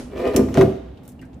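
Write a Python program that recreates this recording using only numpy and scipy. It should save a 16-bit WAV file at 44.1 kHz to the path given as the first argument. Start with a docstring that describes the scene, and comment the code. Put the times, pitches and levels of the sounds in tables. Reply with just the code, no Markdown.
"""A hard tiled hallway: a dog drags a big hollow plastic jug through the gap by a door.
Stick-slip pulses ring the jug as it judders on the edge; wobbles and bumps ring modes over noise thuds.
Filtered noise bursts crack and snap; a soft slide, claw ticks and gliding squeaks follow.
The room rings in decaying noise over a low household rumble and the tail of an earlier knock."""
import sys
import numpy as np
from scipy import signal
from scipy.fft import rfft, irfft
from scipy.io import wavfile

SR = 44100
rng = np.random.default_rng(int(sys.argv[2]) if len(sys.argv) > 2 else 0)


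def wav_out(sig):
    """Save sig, one row per channel (or a flat mono array), as 16-bit PCM at SR to the path in sys.argv[1]."""
    wavfile.write(sys.argv[1], SR, np.round(np.clip(np.atleast_2d(sig).T, -1, 1) * 32767).astype(np.int16))


N = 61739

# grip of the jug on the edge: time_s, level_db
DRAG_LEVEL = [(0, -69), (.11, -46), (.14, -32), (.18, -33), (.22, -20.5), (.26, -21), (.33, -24.5),
              (.37, -18.5), (.43, -46), (.47, -38), (.53, -48), (.556, -26.5), (.62, -26.5), (.66, -80.5)]
# resonances of the rubbed jug before bending: freq_hz, width_hz, gain_db
RUB_MODES = [(246.8, 19, -3), (380, 37.5, 1.5), (433.4, 33, 0), (478.8, 35, 0.5), (658, 33, -5),
             (780, 20, -9.5), (1003, 43, -20), (1187, 31, -17), (1786, 32, -18.5), (1945, 150, -26.5),
             (2437, 54, -22), (2790, 25, -38)]
# pulling bends the jug and shifts its resonances: time_s, pitch_ratio
BEND_RATIO = [(.13, .96), (.2, 0.99), (.26, 1.034), (.3, 1.015), (.34, 0.99), (.4, 1.02)]
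# grit colour: freq_hz, relative_db_per_hz
GRIT_SPECTRUM = [(60, 10), (300, 7), (800, -10), (1150, -2), (1500, -8.5), (1850, -36), (2500, -7.5),
                 (3200, -11.5), (4500, -18), (8000, -26), (15000, -30)]
# gritty rasp: time_s, level_db
RASP_LEVEL = [(0, -68), (.125, -47), (.14, -50), (.18, -38.5), (.22, -35), (.28, -34.5), (.32, -38.5),
              (.35, -29.5), (.39, -44.5), (.43, -38), (.46, -56.5), (.538, -44), (.553, -30.5), (.6, -32),
              (.66, -38), (.73, -55), (.76, -52), (.84, -92.5)]
# median slip rate before bending; log-normal interval spread
SLIP_HZ, SLIP_JITTER, SLIP_SCATTER_DB, GRIT_T60_S = 149.45, .28, 3, 0.14


def scrape():
    """Uneven stick-slip pulses ring the hollow jug as it bends; each slip sheds a little grit."""
    t = clock()
    chance = rng.standard_normal(size=(400, 2))
    slip_s = np.cumsum(np.exp(SLIP_JITTER * chance[:, 0]) / SLIP_HZ)
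    slip_gain = undb(SLIP_SCATTER_DB * chance[:, 1])
    slips = np.bincount((slip_s * SR).astype(int), slip_gain, N)[:N]

    shell = 0
    for k, (freq_hz, width_hz, gain_db) in enumerate(RUB_MODES):
        mode = np.exp(-np.pi * width_hz * t) * np.cos(2 * np.pi * freq_hz * t)
        shell = shell + (-1) ** k * undb(gain_db) * width_hz * mode
    lowpass = signal.butter(2, 3500, fs=SR, output="sos")
    body = unit(convolve(slips, signal.sosfilt(lowpass, shell)))
    # reading faster or slower shifts the pitch
    read_s = np.cumsum(np.interp(t, *np.array(BEND_RATIO).T)) / SR
    body = np.interp(read_s, t, body)

    grit = unit(grainy_noise(GRIT_SPECTRUM) * convolve(slips, fade(0, GRIT_T60_S)))
    return grit * level(RASP_LEVEL) + body * level(DRAG_LEVEL)


# the jug wobbles: start_s, ring_db, thud_db
JUG_WOBBLES = [(.336, -28, -20.5), (.3495, -21.5, -22.5), (.3735, -14.5, -31.5), (.3935, -15, -18.5),
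               (.436, -32, -46), (.486, -36, -25.5)]
# jug resonances: freq_hz, gain_db, t60_s
JUG_RING_MODES = [(65.6, -16, 0.48), (92.6, -16.5, 0.71), (210.2, -5.5, 0.25), (260.8, -2, 0.41),
                  (326, 2, 0.25), (391, -1, 0.15), (455.4, -4, 0.23), (465, 4, 0.11), (575, -7.5, 0.316),
                  (666.6, -13, 0.32)]
# jug thud colour: freq_hz, relative_db_per_hz
JUG_THUD_SPECTRUM = [(30, -35.5), (55, -5), (80, -18), (150, -1), (270, -1), (450, -9.5), (700, -23.5),
                     (880, -24.5), (1100, -27.5), (1500, -39), (4000, -52)]


def jug_wobbles():
    """The freed jug rings in its own hollow modes."""
    return knocks(JUG_WOBBLES, JUG_RING_MODES, JUG_THUD_SPECTRUM, thud_t60_s=0.42)


# the jug bumps the door: start_s, ring_db, thud_db
BUMP_BLOWS = [(.5745, -11.5, -11.5), (.6058, -38, -14.5), (.624, -28.5, -14.5), (.672, -44.5, -26.5),
              (.73, -37, -34.5)]
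# resonances of door and hollow jug together, the strongest a close pair that beats:
# freq_hz, gain_db, t60_s
BUMP_RING_MODES = [(87.7, -15, 0.65), (156.1, -1, 0.45), (229.3, -9, 0.42), (233.3, -12, 0.77),
                   (287.6, -2, 0.45), (376.95, 3, 0.47), (389.2, 3.5, 0.36), (442.5, -4.5, 0.23),
                   (601.5, -6.5, 0.084), (669, -2, 0.23), (775.5, -12.5, 0.32)]
# bump thud colour: freq_hz, relative_db_per_hz
BUMP_THUD_SPECTRUM = [(30, -9), (65, -13), (140, 4), (300, 1), (450, -2.5), (660, -5.5), (880, -22.5),
                      (1150, -33), (1500, -31), (4000, -54.5)]


def door_bumps():
    """Blows of the jug on the door ring both bodies."""
    return knocks(BUMP_BLOWS, BUMP_RING_MODES, BUMP_THUD_SPECTRUM, thud_t60_s=0.34)


def knocks(blows, modes, spectrum, thud_t60_s):
    """Soft blows ring the main modes over a noise thud standing for many short-lived ones."""
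    ring, out = ringing(modes), 0
    for start_s, ring_db, thud_db in blows:
        thud = noise(over_pitch(spectrum, freqs())) * fade(start_s, thud_t60_s)
        blow = undb(ring_db) * delayed(ring, start_s) + undb(thud_db) * thud
        out = out + rise(start_s, 0.000097) * blow
    return out


# the plastic wall snaps: start_s, level_db, tilt_db_per_octave (above 900 Hz), t60_s
WALL_SNAPS = [(.362, -13.5, 5, 0.031), (0.5418, -22.5, -0.5, 0.014), (.5728, -16.5, -6, 0.015),
              (0.6095, -32.5, 0.5, 0.059), (0.619, -43, 18, 0.083)]
# snap colour before tilt: freq_hz, relative_db
SNAP_SPECTRUM = [(200, -15), (900, 4.5), (2200, -1), (3200, -1.5), (4500, -9.5), (6200, 0), (8200, -9),
                 (11000, -9), (15000, -19)]
# the plastic cracks against wood: start_s, crack_db, wall_ring_db
WOOD_CRACKS = [(.134, -45, -54), (0.193, -41, -36), (.342, -44, -43.5), (0.4865, -34, -37),
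               (0.552, -27.5, -39.5), (0.5735, -18, -32.5), (0.592, -41, -31), (.612, -19.5, -16.5),
               (0.6185, -20, -32), (.66, -53, -50), (.724, -42.5, -43), (.731, -46, -51)]
# crack colour: freq_hz, relative_db_per_hz
CRACK_SPECTRUM = [(200, -21.5), (600, -4), (880, 8), (1150, 2), (1500, 8.5), (1850, -1), (2200, -3),
                  (2700, -14.5), (3400, -8), (4500, -13.5), (8000, -43), (15000, -42.5)]
SNAP_ATTACK_S, CRACK_T60_S = 0.0009, 0.02


def snaps():
    """Short noise bursts: cracks against wood, and snaps of the plastic tilted bright or dull."""
    hz, out = freqs(), 0
    for start_s, crack_db, _ in WOOD_CRACKS:
        crack = noise(over_pitch(CRACK_SPECTRUM, hz))
        out = out + undb(crack_db) * crack * fade(start_s, CRACK_T60_S)
    for start_s, level_db, tilt_db, t60_s in WALL_SNAPS:
        snap = noise(over_pitch(SNAP_SPECTRUM, hz) + tilt_db * np.log2(np.maximum(hz, 900)))
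        out = out + undb(level_db) * snap * rise(start_s, SNAP_ATTACK_S) * fade(start_s, t60_s)
    return out


# short hollow ring of the plastic wall: freq_hz, gain_db, t60_s
WALL_RING_MODES = [(1148, -7, .058), (1298, -12.5, 0.12), (1888, -6, 0.025), (2174, -2, 0.019),
                   (2594, -14, 0.046)]


def wall():
    """Every crack rings the thin plastic wall."""
    ring = ringing(WALL_RING_MODES)
    return sum(undb(ring_db) * delayed(ring, start_s) for start_s, _, ring_db in WOOD_CRACKS)


# the freed jug slides over the tiles: time_s, level_db
SLIDE_LEVEL = [(0, -110), (.62, -95), (0.698, -56), (0.819, -54.5), (.95, -60), (1.1, -55.5), (1.15, -80.5),
               (1.4, -82)]
# slide colour: freq_hz, relative_db_per_hz
SLIDE_SPECTRUM = [(300, 5), (520, 15.5), (900, 6), (2000, -1), (2700, -2.5), (3700, -0.5), (4500, -12.5),
                  (8000, -26), (15000, -40)]


def slide():
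    """Faint gritty hiss of plastic on tile."""
    mid, side = (unit(grainy_noise(SLIDE_SPECTRUM)) * level(SLIDE_LEVEL) for _ in range(2))
    return stereo(mid, undb(-5) * side)


# claws and light touches of plastic: start_s, level_db, centre_hz, half_width_octaves, t60_s
CLAW_TICKS = [(0.972, -54, 3150, 0.39, 0.055), (1.032, -60, 11900, 1.6, 0.15),
              (1.051, -55, 12000, 1.3, 0.07), (1.0777, -39, 12500, 1.03, 0.021),
              (1.088, -49.5, 8450, 0.49, 0.088), (1.118, -53.5, 12000, 1.7, 0.044),
              (1.191, -56.5, 2370, 0.57, 0.05), (1.214, -51.5, 6000, 0.77, 0.032),
              (1.222, -51, 1310, 0.62, 0.14), (1.251, -63, 7200, 0.54, .06), (1.33, -58.5, 2900, 0.6, 0.07),
              (1.343, -62, 6700, 0.27, 0.026)]
TICK_ATTACK_S = 0.00068


def ticks():
    """Small contacts, each a noise burst in its own band."""
    out = 0
    for start_s, level_db, centre_hz, width_oct, t60_s in CLAW_TICKS:
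        offset = np.log2(freqs() / centre_hz) / width_oct
        tick = noise(-10 * np.log10(1 + offset ** 4))
        out = out + undb(level_db) * tick * rise(start_s, TICK_ATTACK_S) * fade(start_s, t60_s)
    return out


# the plastic squeaks on the tile: start_s, level_db, pitch_hz, glide_octaves_per_s, t60_s
TILE_SQUEAKS = [(1.192, -40, 2884, -5, 0.035), (1.214, -46, 1780, 8, 0.06), (1.218, -43, 2100, -1, 0.041),
                (1.225, -50.5, 1516, 4, 0.15)]
SQUEAK_ATTACK_S, WAVER_RMS_RATIO, WAVER_CUTOFF_HZ = 0.003, 0.055, 500


def squeaks():
    """Brief, slightly unsteady tones that glide as the plastic slips."""
    t, out = clock(), 0
    for start_s, level_db, pitch_hz, glide, t60_s in TILE_SQUEAKS:
        waver = noise(-10 * np.log10(1 + (freqs() / WAVER_CUTOFF_HZ) ** 4))
        glided_hz = pitch_hz * 2 ** (glide * np.clip(t - start_s, 0, t60_s))
        phase = 2 * np.pi * np.cumsum(glided_hz * (1 + WAVER_RMS_RATIO * waver)) / SR
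        envelope = rise(start_s, SQUEAK_ATTACK_S) * fade(start_s, t60_s)
        out = out + undb(level_db) * np.sin(phase) * envelope
    return out


# decay of the room tail: freq_hz, t60_s
TAIL_T60 = [(100, 0.07), (500, 0.68), (2500, 0.8), (6000, 0.92), (14000, 0.2)]
EARLY_DB, EARLY_T60_S = 14.5, 0.085


def hallway():
    """One diffuse response: close reflections off door and tiles, then a longer tail."""
    out, white = 0, rfft(rng.standard_normal(N))
    octave = np.log2(np.clip(freqs(), 128, 16384))
    early = undb(EARLY_DB) * fade(0.0017, EARLY_T60_S)
    for k in range(7, 15):  # octave bands, 128 Hz to 16 kHz
        band = irfft(white * np.maximum(1 - abs(octave - k), 0), N)
        tail = fade(0.006, over_pitch(TAIL_T60, 2 ** k))
        out = out + band * (tail + early)
    return out / np.sqrt(np.sum(out ** 2))


def in_room(x, room, room_db, side_db, pan_db):
    """A sound with its reflections from ahead and from the sides."""
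    mid = x + undb(room_db) * convolve(x, room[0])
    return stereo(mid, undb(side_db) * convolve(x, room[1]), pan_db)


# household rumble colour: freq_hz, relative_db_per_hz
RUMBLE_SPECTRUM = [(25, -5.5), (45, -19.5), (60, 2.5), (85, -8), (120, -7.5), (180, -8), (260, -6),
                   (380, -18.5), (700, -24.5), (1200, -37.5), (3000, -47.5), (6000, -60), (15000, -62.5)]
# lingering ring of an earlier knock: freq_hz, relative_db_per_hz
LINGER_SPECTRUM = [(50, 9.5), (190, -6.5), (245, 14.5), (290, -4.5), (400, -0.5), (1000, -13.5),
                   (3000, -22), (6000, -24), (11000, -28), (15000, -56.5)]
RUMBLE_DB, LINGER_DB, LINGER_T60_S = -39.5, -31, 0.38


def background():
    """Steady low noise of the house and the decaying noise of an earlier knock."""
    channels = []
    for _ in range(2):
        rumble = undb(RUMBLE_DB) * noise(over_pitch(RUMBLE_SPECTRUM, freqs()))
        linger = undb(LINGER_DB) * noise(over_pitch(LINGER_SPECTRUM, freqs()))
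        channels.append(rumble + linger * fade(0, LINGER_T60_S))
    mid, side = channels
    return stereo(mid, undb(-0.5) * side, pan_db=-1)


# stereo width: freq_hz, side_db
SIDE_WIDTH = [(60, -22), (200, -17), (330, -13), (550, -3), (2000, -3), (12000, 0.5)]


def stereo(mid, side, pan_db=0):
    """Left and right; the bass is nearly the same in both, positive pan favours left."""
    side = colour(side, over_pitch(SIDE_WIDTH, freqs()))
    return np.array([mid + side, mid - side]) * undb(np.array([[pan_db], [-pan_db]]) / 2)


def ringing(modes):
    """Response to one blow: decaying sines of alternating sign."""
    t, out = clock(), 0
    for k, (freq_hz, gain_db, t60_s) in enumerate(modes):
        out = out + (-1) ** k * undb(gain_db) * fade(0, t60_s) * np.sin(2 * np.pi * freq_hz * t)
    return out


GRAIN_S, GRAIN_SPREAD_DB = 0.002, 4


def grainy_noise(spectrum):
    """Rubbed surface: coloured noise with a new random strength for every tiny catch."""
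    grain = np.floor(clock() / GRAIN_S).astype(int)
    strength = undb(GRAIN_SPREAD_DB * rng.standard_normal(N)[grain])
    return colour(rng.standard_normal(N) * strength, over_pitch(spectrum, freqs()))


def undb(db):
    """Decibels to gain."""
    return 10 ** (np.asarray(db) / 20)


def unit(x):
    """Scale to rms 1."""
    return x / np.sqrt(np.mean(x ** 2))


def clock():
    """Time of every sample, s."""
    return np.arange(N) / SR


def freqs():
    """Frequency of every spectral bin, Hz, at least 1."""
    return np.maximum(np.arange(N // 2 + 1) * SR / N, 1)


def over_pitch(points, hz):
    """Read a table on a log-frequency axis."""
    f, v = np.array(points).T
    return np.interp(np.log(hz), np.log(f), v)


def level(points):
    """Gain over time from time_s, level_db points."""
    return undb(np.interp(clock(), *np.array(points).T))


def colour(x, db):
    """Filter by a gain per bin."""
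    return irfft(rfft(x) * undb(db), N)


def noise(db):
    """Noise of rms 1 with the given spectrum."""
    return unit(colour(rng.standard_normal(N), db))


def fade(start_s, t60_s):
    """Sudden start and exponential decay."""
    age_s = clock() - start_s
    return (age_s >= 0) * np.exp(-np.log(1000) * np.maximum(age_s, 0) / t60_s)


def rise(start_s, attack_s):
    """Soft exponential onset of a contact."""
    return 1 - np.exp(-np.maximum(clock() - start_s, 0) / attack_s)


def delayed(x, start_s):
    """A sound moved to its starting time."""
    return np.interp(clock() - start_s, clock(), x, left=0)


def convolve(x, response):
    """Pass a sound through a response."""
    return signal.fftconvolve(x, response)[:N]


BODY_PAN_DB, CLICK_PAN_DB = -0.34, 0.6
RUB_ROOM_DB, BODY_ROOM_DB, BODY_SIDE_DB, CLICK_ROOM_DB, CLICK_SIDE_DB = -2, -8, -4.5, -8, -3.5


def scene():
    """Scrape, knocks and clicks in the hallway, over the slide and the background."""
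    room = hallway(), hallway()
    rub = in_room(scrape(), room, RUB_ROOM_DB, RUB_ROOM_DB, BODY_PAN_DB)
    bodies = in_room(jug_wobbles() + door_bumps(), room, BODY_ROOM_DB, BODY_SIDE_DB, BODY_PAN_DB)
    small = snaps() + wall() + ticks() + squeaks()
    clicks = in_room(small, room, CLICK_ROOM_DB, CLICK_ROOM_DB, CLICK_PAN_DB)
    # independent noise in the side widens the clicks
    spread = stereo(np.zeros(N), undb(CLICK_SIDE_DB) * (snaps() + ticks()))
    return rub + bodies + clicks + spread + slide() + background()


def record(dry):
    """Drop the deepest bass, round the highest peaks and cut the top."""
    highpass = signal.butter(3, 40, "high", fs=SR, output="sos")
    lean = signal.sosfilt(highpass, dry)
    rounded = lean / (1 + (lean / .92) ** 8) ** (1 / 8)
    lowpass = signal.ellip(10, .2, 80, 15450, fs=SR, output="sos")
    return signal.sosfilt(lowpass, rounded)


dry = scene()
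out = record(dry)
wav_out(out)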